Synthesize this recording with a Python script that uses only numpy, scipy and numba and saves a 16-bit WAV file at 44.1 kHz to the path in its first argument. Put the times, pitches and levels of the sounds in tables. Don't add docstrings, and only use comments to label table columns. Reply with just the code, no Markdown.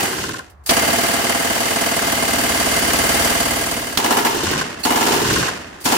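import sys
import numpy as np
from scipy import signal
from scipy.fft import rfft, irfft, next_fast_len
from scipy.io import wavfile
from scipy.ndimage import uniform_filter1d
from numba import njit

SR = 44100
rng = np.random.default_rng(int(sys.argv[2]) if len(sys.argv) > 2 else 0)


def master(y):
    cut = np.clip(np.atleast_2d(y).T, -1, 1)
    pcm = np.round(cut * 32767)
    wavfile.write(sys.argv[1], SR, pcm.astype(np.int16))


N = 263277
LEAD = SR // 2
TOTAL = N + LEAD
TIME = (np.arange(TOTAL) - LEAD) / SR
SIZE = 2 ** 16
HZ = np.arange(SIZE // 2 + 1) * SR / SIZE
AGE = np.arange(SIZE) / SR

TARGET_DELAY_S = .362
PORT_LAG_S = 34.5 / SR
TOP_HZ = 15600
ROUND_SPREAD_DB = 1.55
FIRST_ROUND_DB = -0.5
LUMP_S = .004
STAND_FADE_DB_PER_S = 1.1

# (start [s], length [s])
FADES = [(0.005, 0.57), (3.227, 1)]
# (frequency [Hz], spectrum level [dB])
AIR_COLOUR = [(25, -33), (70, -3), (140, -19), (300, -26), (1000, -21.5), (1900, -31), (3000, -44),
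              (15000, -58)]
# (centre [s], half length [s], level [dB])
RUMBLES = [(.25, 0.11, -33.5), (4.532, 0.11, -26.5), (5.323, 0.13, -23)]
# (frequency [Hz], spectrum level [dB])
RUMBLE_COLOUR = [(25, -12), (50, -9), (90, 0.5), (150, 3.5), (300, -2), (420, -1.5), (600, -37),
                 (2000, -61)]
# (time after the shot [s], level [dB])
CRACKLE_SPAN = [(.02, -40), (.08, -1), (.2, -2), (.35, 0), (.41, -8.5), (.9, -46), (1.4, -90)]
# (frequency [Hz], spectrum level [dB])
CRACKLE_COLOUR = [(300, -24), (1000, -2), (1650, -2), (2300, -2.5), (2900, -1), (3600, -14), (4600, -5),
                  (15000, -38)]

# (time after the shot [s], level [dB], extra treble [dB])
RANGE_ANSWER = [(0, -5.5, 7.5), (.06, 4.5, -6.5), (.13, 1.5, -40), (.2, -7, 8), (.29, -3, -3.5),
                (.355, 0, -4), (.39, -3.5, -10), (.5, -15, -11), (0.619, -18.5, -15.5), (.9, -30, -14),
                (1.299, -63, -28)]
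# (frequency [Hz], spectrum level [dB])
ECHO_COLOUR = [(15, -60), (25, -36), (108, -9), (223, -8.5), (354, -5), (624, -8.5), (1260, -11),
               (1560, -8), (2280, -10.5), (2760, -10.5), (6920, -10.5), (14800, -26), (16000, -81)]
# (time after the shot [s], level [dB])
SLAPS = [(0.079, -2), (0.096, -0.5), (.187, -4), (0.263, -0.5)]
# (frequency [Hz], spectrum level [dB])
SLAP_COLOUR = [(60, -17), (130, -16.5), (250, -8), (390, 1), (550, -17.5), (1500, -34), (3000, -18),
               (6000, -27.5)]
# (frequency [Hz], level [dB], t60 [s])
TARGET_MODES = [(1054, -2, 0.05), (1434, -9, 0.078), (1545, -0.5, 0.042), (1716, -1.5, 0.025)]
# (time [s], level [dB])
RICOCHETS = [(4.3235, -8), (4.393, -8), (4.456, -7.5), (4.553, 0), (5.247, -1.5), (5.303, 1), (5.359, 3.5)]

# (time [s], level [dB], t60 [s])
CLOSE_CLICKS = [(0.497, -22, 0.097), (0.636, -30, 0.19), (0.660, -0.5, 0.49)]
BACK_CLICKS = [(4.789, -12, 0.17), (4.83, 2.5, 0.11), (5.80, -12, 0.19), (5.838, -2, 0.45)]
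# (frequency [Hz], spectrum level [dB])
STEEL_COLOUR = [(100, -47), (700, 1.5), (2000, -3), (5000, -1.5), (9000, 4), (15000, -0.5)]
# (frequency [Hz], width [Hz], lift [dB])
STEEL_RINGS = [(3400, 250, -3), (4700, 600, 8), (10300, 780, 1)]
# (time [s], level [dB])
LATCHES = [(4.835, 1.5)]
# (frequency [Hz], level [dB], t60 [s])
LATCH_MODES = [(2716, -5, 0.064), (4290, 0, 0.081), (4480, -5, .05), (4710, -3, 0.059), (6616, -8, .07),
               (9400, -17, .06)]

# (frequency [Hz], level [dB], t60 [s])
CLOSE_MODES = [(303, -8, 0.047), (475, -4.5, 0.084), (686, -0.5, 0.093), (803, -4, 0.11), (885, -10, 0.094),
               (1025, -6.5, 0.077), (1647, -5, 0.097)]
BACK_MODES = [(520, -12, .05), (705, 3.5, 0.16), (800, 3, 0.067), (890, -1, 0.19), (1005, -7, 0.17),
              (1105, -2, .07), (1386, -5.5, 0.23), (1460, -7, .12), (1717, -14, 1.25), (2900, -35, 0.63)]
# (delay [s], frequency [Hz], level [dB], t60 [s])
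CLOSE_THUMP = [(0.0136, 71.3, -7, 0.081), (0.0008, 278, -1, 0.051)]
BACK_THUMP = [(0.0085, 76, -16.5, 0.08), (0.00367, 265.6, 0, 0.044)]
# (delay [s], frequency [Hz], level [dB], t60 [s])
RETURN_THUMP = [(0.035, 153, -4.5, 0.044), (.0395, 279, 0.5, 0.034)]
# (time [s], level [dB])
CLOSE_CRACKS = [(0.690, -9.5)]
BACK_CRACKS = [(3.972, -2), (4.847, -19), (5.851, -19.5)]
# (frequency [Hz], spectrum level [dB])
CRACK_COLOUR = [(100, -12), (400, -8), (1800, -10.5), (4200, -7.5), (7000, -15), (15000, -20)]
# (frequency [Hz], spectrum level [dB])
CLOSE_COLOUR = [(25, 2), (66, -0.5), (140, -2.5), (270, -12.5), (560, -7.5), (860, -7), (1150, -5.5),
                (2100, -8.5), (3500, -11.5), (6000, -6.5), (9300, -4.5), (14800, -11.5), (16000, -39)]
BACK_COLOUR = [(15, -58), (25, -35), (87, -6), (127, -17.5), (270, -0.5), (427, 0.5), (531, -9),
               (988, -1.5), (1560, -13), (1700, -14.5), (2410, -11), (2990, -8.5), (3620, -13.5),
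               (13200, -15.5), (16000, -27)]
# (frequency [Hz], width [Hz], lift [dB])
CLOSE_RINGS = [(82, 10, 15), (121, 35, 0), (273, 153, 10.5), (386, 42, -7.5), (477, 190, 5.5),
               (585, 43, 0.5), (680, 50, 5.5), (801, 61, 7.5), (886.6, 26, 8.5), (1630, 39, 9.5),
               (2098, 150, 9.5), (2256, 104, -4), (2966, 580, 10), (4630, 350, 9)]
BACK_RINGS = [(100.5, 24, 13), (241, 21, 1), (401, 29, -12), (400, 26, 10), (497, 53, 2), (537, 84, 2),
              (713, 33, 9), (802, 39, 6), (895, 97, 8.5), (1014, 58, 6), (1356, 45, 10), (1698, 160, 11),
              (2132, 34, 13), (2925, 13, 17.5)]
# (time [s], deep thump [dB], returned thump [dB], gas hiss [dB], whole sound [dB])
CLOSE_STANCE = [(0, -16, -4, 0.5, -2.5), (1.2, -11.5, -15, 0, -1), (2.2, -3.5, 3.5, 1, 0.5),
                (3.199, 3, 0.5, 1.5, 3), (3.9, 1.5, 8.5, 1.5, 3)]

ENDING_ROUNDS = [-.286, -.231, -.176, -.123, -.071, -.021, .029]
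LONG_ROUNDS = [0.7092, 0.7679, 0.8224, 0.8782, 0.9319, 0.9853, 1.0355, 1.0859, 1.138, 1.1887, 1.242, 1.296,
               1.348, 1.398, 1.4467, 1.5012, 1.5524, 1.6048, 1.6555, 1.7066, 1.7598, 1.8119, 1.8608, 1.9144,
               1.9655, 2.0195, 2.071, 2.1228, 2.1736, 2.2248, 2.2796, 2.3324, 2.3846, 2.437, 2.4925, 2.5458,
               2.5999, 2.6608, 2.7147, 2.7651, 2.8221, 2.8774, 2.934, 2.9877, 3.0389, 3.0927, 3.1448,
               3.1957, 3.2471, 3.2993, 3.3497, 3.4033, 3.4558, 3.5081, 3.5611, 3.6123, 3.6625, 3.7138,
               3.7666, 3.8179, 3.869, 3.9252]
# (time [s], level [dB], hard front [dB], echo [dB])
BACK_ROUNDS = [(3.981, -10, -11, 0), (4.0425, -6.5, -7, 0.5), (4.106, -0.5, -3, 3.5),
               (4.1688, -1.5, -0.5, 2), (4.2489, -1.5, 0, 3.5), (4.85, -12, -22, -6),
               (4.904, -11, -16.5, -11), (4.9568, -11, -14.5, -3.5), (5.009, -12, -14, -3),
               (5.0648, -11.5, -17, 0), (5.1203, -10.5, -16, -0.5), (5.856, -14, -37, -2.5),
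               (5.92, -9.5, -18, -1)]
# (frequency [Hz], correlation [0-1])
LIKENESS = [(60, 0.93), (130, 0.76), (260, 0.79), (500, 0.4), (1000, 0.01), (2000, 0.28), (4000, 0),
            (7500, 0.23), (10000, 0.96), (15000, .97)]


def undb(db):
    return 10 ** (np.asarray(db) / 20)


def curve(points, hz):
    f, value = np.transpose(points)
    return np.interp(np.log(hz + 1), np.log(f), value)


def colour(points, rings=()):
    bumps = sum(db / (1 + (2 * (HZ - hz) / width) ** 2) for hz, width, db in rings)
    return curve(points, HZ) + bumps - 10 * np.log10(1 + (20 / (HZ + 1)) ** 4)


def shaped(x, db):
    cepstrum = irfft(np.log(undb(db)))
    cepstrum[1:SIZE // 2] *= 2
    cepstrum[SIZE // 2 + 1:] = 0
    return irfft(rfft(x, SIZE) * np.exp(rfft(cepstrum)))


def unit(x):
    return x / np.sqrt(np.sum(x ** 2))


def play(x, response):
    return signal.fftconvolve(np.atleast_2d(x), np.atleast_2d(response), axes=1)[:, :TOTAL]


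def fall(t60):
    return undb(-60 * AGE / t60)


def rise(seconds):
    return 1 - np.exp(-AGE / seconds)


def scatter(envelope, db):
    pair = []
    for x in rng.standard_normal((2, SIZE)) * envelope:
        own_db = 10 * np.log10(uniform_filter1d(np.abs(rfft(x)) ** 2, size=70) + 1e-9)
        pair.append(unit(shaped(x, db - own_db)))
    return np.array(pair)


def noise(db):
    response = unit(shaped(np.ones(1), db))
    return play(rng.standard_normal((2, TOTAL)), response)


def strikes(rows, delay=0):
    x = np.zeros(TOTAL + SIZE)
    for s, db in rows:
        x[LEAD + int((s + delay) * SR)] += undb(db)
    return x[:TOTAL]


def puffs(hits, envelope, db):
    return np.sqrt(np.abs(play(hits ** 2, envelope ** 2))) * noise(db)


def ringing(hits, modes, rise_s):
    turns = rng.uniform(0, 2 * np.pi, len(modes))
    pair = 0
    for (hz, db, t60), turn in zip(modes, turns):
        phases = np.array([[0], [turn]])
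        pair = pair + undb(db) * fall(t60) * np.sin(2 * np.pi * hz * AGE + phases)
    return play(hits, unit(pair * rise(rise_s)))


def lumps(lump_db):
    knots = np.arange(0, AGE[-1], LUMP_S)
    return undb(lump_db * np.interp(AGE, knots, np.tanh(rng.standard_normal(len(knots)))))


def background(air_db, hum_db, hum_hz):
    hum = np.sin(2 * np.pi * hum_hz * TIME) * np.array([[1], [0]])
    return undb(air_db) * noise(colour(AIR_COLOUR)), undb(hum_db) * hum


def rumble():
    swell = sum(undb(db) * np.exp(-((TIME - s) / length) ** 4) for s, length, db in RUMBLES)
    return swell * noise(colour(RUMBLE_COLOUR)) * np.array([[1], [0]])


def crackle(shots, crackle_db, per_s, spread_db):
    span = undb(np.interp(AGE, *np.transpose(CRACKLE_SPAN)))
    swell = np.sqrt(np.abs(play(strikes(shots) ** 2, span ** 2)))
    present = rng.random((2, TOTAL)) < per_s / SR
    grains = present * undb(spread_db * rng.uniform(-0.9, 0, (2, TOTAL)))
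    response = scatter(fall(0.026), colour(CRACKLE_COLOUR))
    return undb(crackle_db) * swell * play(grains / grains.std(), response)


def earth_banks(shots, echo_db, boom_db):
    s, db, treble_db = np.transpose(RANGE_ANSWER)
    tone = colour(ECHO_COLOUR, [(98, 9.8, boom_db), (2300, 94, -9), (2770, 550, 3.5)])
    banks = scatter(undb(np.interp(AGE, s, db)) * lumps(lump_db=5.0), tone)
    bass = signal.sosfiltfilt(signal.butter(2, 2200, fs=SR, output="sos"), banks)
    banks = bass + (banks - bass) * undb(np.interp(AGE, s, treble_db))
    return undb(echo_db) * play(strikes(shots), banks)


def bank_slaps(shots, slap_db):
    slaps = 0
    for s, db in SLAPS:
        response = scatter(fall(0.071) * rise(0.001), colour(SLAP_COLOUR))
        slaps = slaps + undb(db) * play(strikes(shots, s), response)
    return undb(slap_db) * slaps


def target(shots, target_db, splash_db, ricochets):
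    arrivals = strikes(shots, TARGET_DELAY_S) + strikes(ricochets)
    knocks = undb(target_db) * ringing(arrivals, TARGET_MODES, rise_s=0.0034)
    tone = colour([(200, -32), (1400, 2.5), (2200, -11), (4500, -12), (12000, -16.5), (16000, -27)])
    return knocks + undb(splash_db) * puffs(arrivals, fall(0.014) * rise(0.0011), tone)


def downrange(shots, echo_db, boom_db, slap_db, target_db, splash_db, ricochets=()):
    echoes = earth_banks(shots, echo_db, boom_db) + bank_slaps(shots, slap_db)
    return echoes + target(shots, target_db, splash_db, ricochets)


def action(clicks, click_db, rise_s):
    envelope = 0
    for s, db, t60 in clicks:
        onset = np.clip((TIME - s) / rise_s, 0, 1)
        envelope = envelope + undb(db - 60 * np.abs(TIME - s) / t60) * onset
    return undb(click_db) * envelope * noise(colour(STEEL_COLOUR, STEEL_RINGS))


def stand(shots, ring_db, vary_db):
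    hits = strikes(shots) * undb(ring_db - STAND_FADE_DB_PER_S * (TIME - shots[0][0]))
    notes = 0
    for k in (0, 1):
        varied = hits * undb(vary_db * rng.standard_normal(TOTAL))
        notes = notes + ringing(varied, CLOSE_MODES[k::2], rise_s=0.0029)
    return notes


def thumps(shots, modes, thump_db, depth=1):
    pulses = []
    for s, hz, db, t60 in modes:
        cycles = unit(fall(t60) * rise(0.0044) * np.sin(2 * np.pi * hz * AGE))
        pulses.append(undb(db) * play(strikes(shots, s), cycles))
    deep, body = pulses
    return undb(thump_db) * (depth * deep + body) * np.array([[1], [0]])


def cracks(rows, crack_db, peak_s):
    envelope = (AGE / peak_s * np.exp(1 - AGE / peak_s)) ** 2
    return undb(crack_db) * puffs(strikes(rows), envelope, colour(CRACK_COLOUR))


def punch(shots, tone, punch_db, low_hz, high_hz, delay_s, hold_s):
    band_db = tone - 10 * np.log10((1 + (HZ / high_hz) ** 8) * (1 + (low_hz / (HZ + 1)) ** 6))
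    envelope = rise(0.0005) / (1 + (AGE / hold_s) ** 10)
    return undb(punch_db) * play(strikes(shots, delay_s), scatter(envelope, band_db))


def bolt_clack(fronts, bolt_db, bolt_s):
    tone = colour([(200, -53), (1000, -1), (2000, 4.0), (3200, -3.5), (14000, -13), (16000, -2.5)])
    return undb(bolt_db) * puffs(strikes(fronts, bolt_s), fall(0.063) * rise(0.0021), tone)


def reports(shots, fronts, tone, t60, rise_s, blast_db, scatter_db, low_hz,
            gas_db, gas_t60, gas_hz, snap_db, snap_t60, lead_s, bolt_db, bolt_s):
    hits = strikes(shots)
    band_db = tone - 10 * np.log10((1 + (HZ / gas_hz) ** 4) * (1 + (low_hz / (HZ + 1)) ** 4))
    high_db = tone - 10 * np.log10(1 + (gas_hz / (HZ + 1)) ** 2)
    envelope = fall(t60) * rise(rise_s)
    blast = undb(blast_db) * play(hits, scatter(envelope, band_db))
    turbulence = undb(scatter_db) * puffs(hits, envelope, band_db)
    gas = undb(gas_db) * puffs(hits, fall(gas_t60) * rise(0.0014), high_db)
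    snap_envelope = fall(snap_t60) * rise(0.0015)
    snap = undb(snap_db) * puffs(strikes(fronts, -lead_s), snap_envelope, high_db)
    return blast + turbulence + gas + snap + bolt_clack(fronts, bolt_db, bolt_s)


def rounds(times, db):
    strong = rng.standard_normal(len(times))
    return [(s, db + ROUND_SPREAD_DB * strong[k] + FIRST_ROUND_DB * (k == 0))
            for k, s in enumerate(np.ravel(times))]


@njit
def follow(x, attack, release):
    out, e = np.empty(len(x)), 0.
    for i in range(len(x)):
        e += (x[i] - e) * (attack if x[i] > e else release)
        out[i] = e
    return out


def gain_control(x, top_db, attack_s, release_s):
    level = np.sqrt(np.mean(x ** 2, axis=0))
    e = follow(level, 1 / (1 + attack_s * SR), 1 / (1 + release_s * SR))
    return x / np.sqrt(1 + (e / undb(top_db)) ** 2)


def close_spot(times, burst_db, target_db):
    shots = rounds(times, burst_db)
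    s, *columns = np.transpose(CLOSE_STANCE)
    deep_db, return_db, hiss_db, level_db = (np.interp(TIME, s, c) for c in columns)
    tone = colour(CLOSE_COLOUR, CLOSE_RINGS)
    x = reports(shots, shots, tone, t60=0.56, rise_s=0.00078, blast_db=24.5, scatter_db=-13, low_hz=200,
                gas_db=hiss_db - 10, gas_t60=0.66, gas_hz=2420,
                snap_db=hiss_db - 4.5, snap_t60=.07, lead_s=0.0029, bolt_db=2.5, bolt_s=0.0247)
    x = x + punch(shots, tone, punch_db=21, low_hz=205, high_hz=1560, delay_s=0, hold_s=0.019)
    x = x + stand(shots, ring_db=22.5, vary_db=1.5)
    x = x + thumps(shots, RETURN_THUMP, thump_db=return_db + 9.5)
    x = x + thumps(shots, CLOSE_THUMP, thump_db=17.0, depth=undb(deep_db))
    x = x + cracks(CLOSE_CRACKS, crack_db=9, peak_s=0.011)
    x = x + downrange(shots, echo_db=25, boom_db=2.0, slap_db=11.5, target_db=target_db, splash_db=-4.0)
    x = gain_control(x, top_db=-6.5, attack_s=0.0013, release_s=0.088)
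    return gain_control(x, top_db=-16.5, attack_s=0.33, release_s=0.67) * undb(level_db)


def back_spot():
    shots, fronts, echoes = ([(row[0], row[k]) for row in BACK_ROUNDS] for k in (1, 2, 3))
    tone = colour(BACK_COLOUR, BACK_RINGS)
    x = reports(shots, fronts, tone, t60=0.57, rise_s=0.0013, blast_db=31.5, scatter_db=-13.0, low_hz=170,
                gas_db=-5.5, gas_t60=0.59, gas_hz=2510,
                snap_db=-0.5, snap_t60=0.1, lead_s=.001, bolt_db=8, bolt_s=0.016)
    x = x + punch(fronts, tone, punch_db=28.0, low_hz=180, high_hz=1800, delay_s=0.00217, hold_s=0.02)
    x = x + undb(25.5) * ringing(strikes(shots, 0.00201), BACK_MODES, rise_s=0.0027)
    x = x + thumps(shots, BACK_THUMP, thump_db=23.5)
    x = x + cracks(BACK_CRACKS, crack_db=1, peak_s=0.0047)
    x = x + downrange(echoes, echo_db=26.5, boom_db=4.0, slap_db=15.5, target_db=13.5, splash_db=-6.5,
                      ricochets=RICOCHETS)
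    x = x + crackle(echoes, crackle_db=-27, per_s=60, spread_db=6)
    pressed = gain_control(x, top_db=-8.5, attack_s=0.0021, release_s=0.2)
    latch = undb(9.5) * ringing(strikes(LATCHES), LATCH_MODES, rise_s=.003)
    return pressed + latch + action(BACK_CLICKS, click_db=-17.0, rise_s=0.018)


def ports(pair):
    shared, diffuse = rfft(pair, next_fast_len(TOTAL + 1) * 2)
    hz = np.linspace(0, SR / 2, len(shared))
    likeness = np.clip(curve(LIKENESS, hz), 0, .99)
    shared = shared * np.sqrt((1 + likeness) / 2)
    diffuse = diffuse * np.sqrt((1 - likeness) / 2)
    turn = np.exp(-2j * np.pi * np.maximum(hz * PORT_LAG_S - 1.5, 0))
    lean_db = curve([(60, 1.0), (250, -3.5), (550, -2.5), (1000, 2.3), (2000, -3.0), (4000, 0.1)], hz)
    left = (shared + diffuse) * turn * undb(lean_db / 2)
    right = (shared - diffuse) * undb(-lean_db / 2)
    return irfft(np.array([left, right]))[:, :TOTAL]


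def scene():
    first, second = (np.clip((TIME - s) / length, 0, 1) for s, length in FADES)
    air, hum = background(air_db=-48.5, hum_db=-46.5, hum_hz=70.7)
    ending = close_spot(ENDING_ROUNDS, burst_db=4.5, target_db=16.5)
    long_burst = close_spot(LONG_ROUNDS, burst_db=5.0, target_db=14.5)
    opening = action(CLOSE_CLICKS, click_db=-21.5, rise_s=0.0023)
    close = (1 - first) * ending + first * (1 - second) * (opening + long_burst + hum)
    mix = close + second * back_spot()
    return ports(mix + rumble() + air)[:, LEAD:]


def record(dry):
    low_pass = signal.ellip(8, .2, 70, TOP_HZ, fs=SR, output="sos")
    return signal.sosfilt(low_pass, np.tanh(dry))


dry = scene()
out = record(dry)
master(out)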